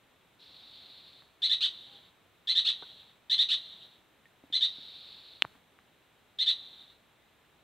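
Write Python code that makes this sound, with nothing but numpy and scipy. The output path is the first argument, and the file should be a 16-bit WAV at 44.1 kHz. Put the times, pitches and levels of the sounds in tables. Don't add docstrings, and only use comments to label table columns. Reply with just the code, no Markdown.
import sys
import numpy as np
from scipy import signal
from scipy.fft import rfft, irfft
from scipy.io import wavfile

SR = 44100
rng = np.random.default_rng(int(sys.argv[2]) if len(sys.argv) > 2 else 0)


def materialize(psi):
    bounded = np.clip(np.atleast_2d(psi).T, -1, 1)
    quanta = np.round(bounded * 32767).astype(np.int16)
    wavfile.write(sys.argv[1], SR, quanta)


N = 336483

# start in seconds, syllable, rms level at the bird in dB.
CHIRPS = [(1.418, "opening", -26), (1.492, "answer", -25.5), (1.605, "closing", -26.5),
          (2.471, "opening", -26.5), (2.549, "answer", -24.5), (2.646, "closing", -26.5),
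          (3.296, "opening", -25), (3.378, "answer", -23.5), (3.486, "closing", -26),
          (4.524, "opening", -27.5), (4.606, "answer", -24.5), (6.385, "opening", -28),
          (6.460, "answer", -24.5)]
SYLLABLES = {"opening": (.042, 1560, 2140, .65, .17), "answer": (.041, 1510, 2040, .65, .15),
             "closing": (.049, 1230, 2005, .35, 0.47)}
# frequency in Hz, gain in dB.
THROAT = [(40, -26.5), (900, -35.5), (1600, -32), (2100, -21.5), (2600, -16), (3150, -5), (3520, 1.5),
          (4100, 0), (4450, -8.5), (4750, -20.5), (5400, -33), (6100, -28.5), (6800, -39.5), (8200, -35),
          (9900, -55.5), (11900, -42), (13500, -63)]
# start in seconds, level of the body at the top of its swell in dB.
RASPS = [(.385, -53), (4.56, -51)]
# frequency in Hz, relative level in dB.
RASP_BODY = [(1500, -43), (2400, -19.5), (3100, -12.5), (3600, -1), (3900, -1), (4300, -3), (4800, -19.5),
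             (5500, -35), (7000, -45), (14000, -47)]
RASP_EDGE = [(3500, -29.5), (4700, -1), (5400, 1), (6300, -15), (9000, -29)]
# delay in seconds, level within the echo in dB, spread in seconds.
BANKS = [(.315, -5.5, .018), (.42, -14.5, .02)]
# frequency in Hz, gain in dB.
ECHO_COLOUR = [(300, 0), (2000, -2), (3200, 1.5), (3600, 0.5), (4300, 0), (5200, -2.5), (12000, -2.5)]
# frequency in Hz, relative level in dB.
CLICK_COLOUR = [(30, -71), (120, -45), (350, -21.5), (1000, -15.5), (2000, -7.5), (2900, 1), (3500, -2.5),
                (4300, -13.5), (5400, -26.5), (8000, -36), (11000, -44.5), (15500, -75.5)]
# start in seconds, tick peak in dB, tick pitch in Hz,
# ring peak in dB, ring pitch in Hz.
KNOCKS = [(1.222, -46, 1510, -62, 1150), (2.8245, -36.5, 900, -50.5, 420), (2.827, -43, 800, -48, 963),
          (2.8312, -44, 800, -47.5, 1500), (4.256, -47, 2100, -50, 1830), (4.438, -47, 600, -46, 279),
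          (4.501, -53, 700, -50, 288), (4.784, -56, 600, -50, 280), (5.4452, -42, 1000, -51, 300),
          (5.4497, -25, 1040, -45.5, 135), (5.553, -51, 1300, -57, 260), (5.789, -40.5, 1600, -58, 1150)]
# start in seconds, length in seconds, pitch in Hz, peak level in dB.
HOOT = (1.86, .15, 807, -65)
# frequency in Hz, relative level in dB.
AIR_COLOUR = [(20, -16.5), (60, -2.5), (120, 0), (300, -1.5), (700, -3.5), (1500, -6), (3000, -8),
              (3900, -8), (4500, -19), (5300, -21.5), (8800, -19.5), (10000, -27), (11200, -20),
              (15700, -23.5)]
# frequency in Hz, correlation (0-1).
AIR_LIKENESS = [(30, .88), (250, .7), (1000, .68), (3800, .8), (6000, .25), (14000, .05)]


def voice(t, hz, rough, fundamental_db=0):
    shake_hz = 370 * (1 + .25 * wobble(t, 300))
    shake = np.sin(2 * np.pi * np.cumsum(shake_hz) / SR)
    jitter = (.019 + .035 * rough) * wobble(t, 1800)
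    phase = 2 * np.pi * np.cumsum(hz * (1 + .015 * shake + jitter)) / SR
    flutter = .45 * shake + .6 * rough * wobble(t, 1000)
    fundamental = amp(fundamental_db) * (1 + rough * flutter) * np.cos(phase)
    overtones = (1 + flutter) * sum(np.cos(k * phase) for k in range(2, 8))
    return fundamental + overtones


def chirp(rise_s, start_hz, top_hz, halfway, rough, fall_s=.016, end_hz=850, flick_db=8):
    t = np.arange(0, rise_s + fall_s, 1 / SR)
    stage = np.interp(t, [0, rise_s, rise_s + fall_s], [0, 1, 2])
    held_hz = np.interp(stage, [0, .1, .25, .75, 2], [1950, 1750, 1790, .93 * top_hz, 1.02 * top_hz])
    halfway_hz = start_hz + halfway * (top_hz - start_hz)
    scoop_hz = np.interp(stage, [0, .1, .5, .9, 1, 2],
                         [1.25 * start_hz, start_hz, halfway_hz, top_hz, .9 * top_hz, end_hz])
    held = voice(t, held_hz, rough)
    scoop = voice(t, scoop_hz, rough, flick_db * np.clip(2 * (stage - 1), 0, 1))
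    scoop_share = np.clip(.33 + .9 * rough, 0, 1)
    voices = (1 - scoop_share) * held + scoop_share * scoop
    hiss = (.5 + .5 * rough) * rng.standard_normal(SR)[:len(t)]
    effort = amp(np.interp(stage, [0, .2, .5, 1, 2], [-7, -4.9, 0, 0, -10]))
    drive = (voices + hiss) * effort * signal.windows.tukey(len(t), .1)
    throat = np.array(THROAT) * [1, 1 - .12 * rough]
    return unit(colour(drive, throat))


def chirps():
    out = np.zeros(N)
    for start, syllable, level_db in CHIRPS:
        add(out, start, amp(level_db) * chirp(*SYLLABLES[syllable]))
    return out


def rasps(attack_s=.018, hold_s=.8, release_db_per_s=110, dulling_s=.22, grain_db=1.0):
    t = np.arange(N) / SR
    body, edge = (unit(colour(rng.standard_normal(N) * amp(grain_db * wobble(t, 250)), spectrum))
                  for spectrum in (RASP_BODY, RASP_EDGE))
    out = np.zeros(N)
    for start, level_db in RASPS:
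        age = np.maximum(t - start, 0)
        attack = np.minimum(age / attack_s, 1)
        swell_db = 3.5 * (np.sin(np.pi * np.minimum(age / hold_s, 1)) - 1)
        release_db = release_db_per_s * np.maximum(age - hold_s, 0)
        edge_db = -31 + 17 * np.exp(-age / dulling_s)
        out += attack * amp(level_db + swell_db - release_db) * (body + amp(edge_db) * edge)
    return out


def echo_level(t, build_s=.02, t60_s=1.5, beyond_db_per_s=120):
    beyond_s = np.maximum(t - BANKS[-1][0], 0)
    fade = np.minimum(t / build_s, 1) * amp(-60 * t / t60_s - beyond_db_per_s * beyond_s)
    returns = [amp(db) * np.exp(-.5 * ((t - delay) / spread) ** 2) for delay, db, spread in BANKS]
    return np.linalg.norm([fade, *returns], axis=0)


def surroundings(call, direct_db=-2, near_db=-4, near_t60_s=.16, far_db=-18):
    t = np.arange(SR) / SR
    near, far = rng.choice([-1., 1.], (2, SR)) * (rng.random((2, SR)) < .1)
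    near = near * amp(-60 * t / near_t60_s) * (t > .002)
    far = far * echo_level(t)
    scatter = amp(near_db) * near / np.linalg.norm(near)
    echo = amp(far_db) * colour(far / np.linalg.norm(far), ECHO_COLOUR)
    return amp(direct_db) * call + signal.fftconvolve(call, scatter + echo)[:N]


def click(start_s=5.4223, peak_db=-3):
    out = np.zeros(N)
    snap = colour(signal.unit_impulse(SR // 8), CLICK_COLOUR)
    add(out, start_s, -amp(peak_db) * snap / abs(snap).max())
    return out


def knocks(tick_cycles=.31, ring_t60_s=.053, band_hz=(90, 3800)):
    out, t = np.zeros(N), np.arange(SR // 8) / SR
    for start, tick_db, tick_hz, ring_db, ring_hz in KNOCKS:
        age = t * tick_hz / tick_cycles
        tick = -age * np.exp(-age) * np.cos(2 * np.pi * tick_hz * t)
        ring = amp(ring_db - 60 * t / ring_t60_s) * np.sin(2 * np.pi * ring_hz * t)
        add(out, start, amp(tick_db) * tick / abs(tick).max() + ring)
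    return signal.sosfilt(signal.butter(2, band_hz, "bandpass", fs=SR, output="sos"), out)


def hoot():
    start, length, hz, level_db = HOOT
    out, t = np.zeros(N), np.arange(0, length, 1 / SR)
    add(out, start, amp(level_db) * np.sin(np.pi * t / length) * np.sin(2 * np.pi * hz * t))
    return out


def air(level_db=-62.5):
    hz = np.fft.rfftfreq(N, 1 / SR)
    likeness = read(AIR_LIKENESS, hz)
    spectra = rfft(rng.standard_normal((2, N))) * amp(read(AIR_COLOUR, hz))
    mid, side = spectra * np.sqrt([1 + likeness, 1 - likeness])
    return amp(level_db) * unit(irfft([mid + side, mid - side], N))


def amp(db):
    return 10 ** (np.asarray(db) / 20)


def unit(x):
    return x / np.sqrt(np.mean(x ** 2) + 1e-20)


def read(points, hz):
    point_hz, value = np.transpose(points)
    return np.interp(np.log(hz + 1), np.log(point_hz + 1), value)


def add(mix, start_s, sound):
    part = mix[round(start_s * SR):][:len(sound)]
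    part += sound[:len(part)]


def colour(x, points):
    hz = abs(np.fft.fftfreq(4096, 1 / SR))
    log_gain = np.log(amp(read(points, hz)))
    response = np.exp(np.conj(signal.hilbert(log_gain)))
    taps = np.fft.ifft(response).real
    return signal.fftconvolve(x, taps[:len(taps) // 2])[:len(x)]


def wobble(t, per_s):
    knots = np.arange(t[0], t[-1] + 1 / per_s, 1 / per_s)
    curve_rng = np.random.default_rng(rng.integers(1 << 30))
    return unit(np.interp(t, knots, curve_rng.standard_normal(len(knots))))


def scene():
    return surroundings(chirps()) + rasps() + click() + knocks() + hoot() + air()


def record(dry, open_db=-51, shut_db=-62, depth_db=3.0, average_s=.02, cutoff_hz=15800):
    step = 1 / (average_s * SR)
    power = signal.lfilter([step], [1, step - 1], (dry ** 2).mean(0))
    level_db = 10 * np.log10(power + 1e-12)
    quiet = np.clip((open_db - level_db) / (open_db - shut_db), 0, 1)
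    low_pass = signal.firwin(511, cutoff_hz, window=("kaiser", 9), fs=SR)
    return signal.oaconvolve(dry * amp(-depth_db * quiet), low_pass[None], "same")


dry = scene()
out = record(dry)
materialize(out)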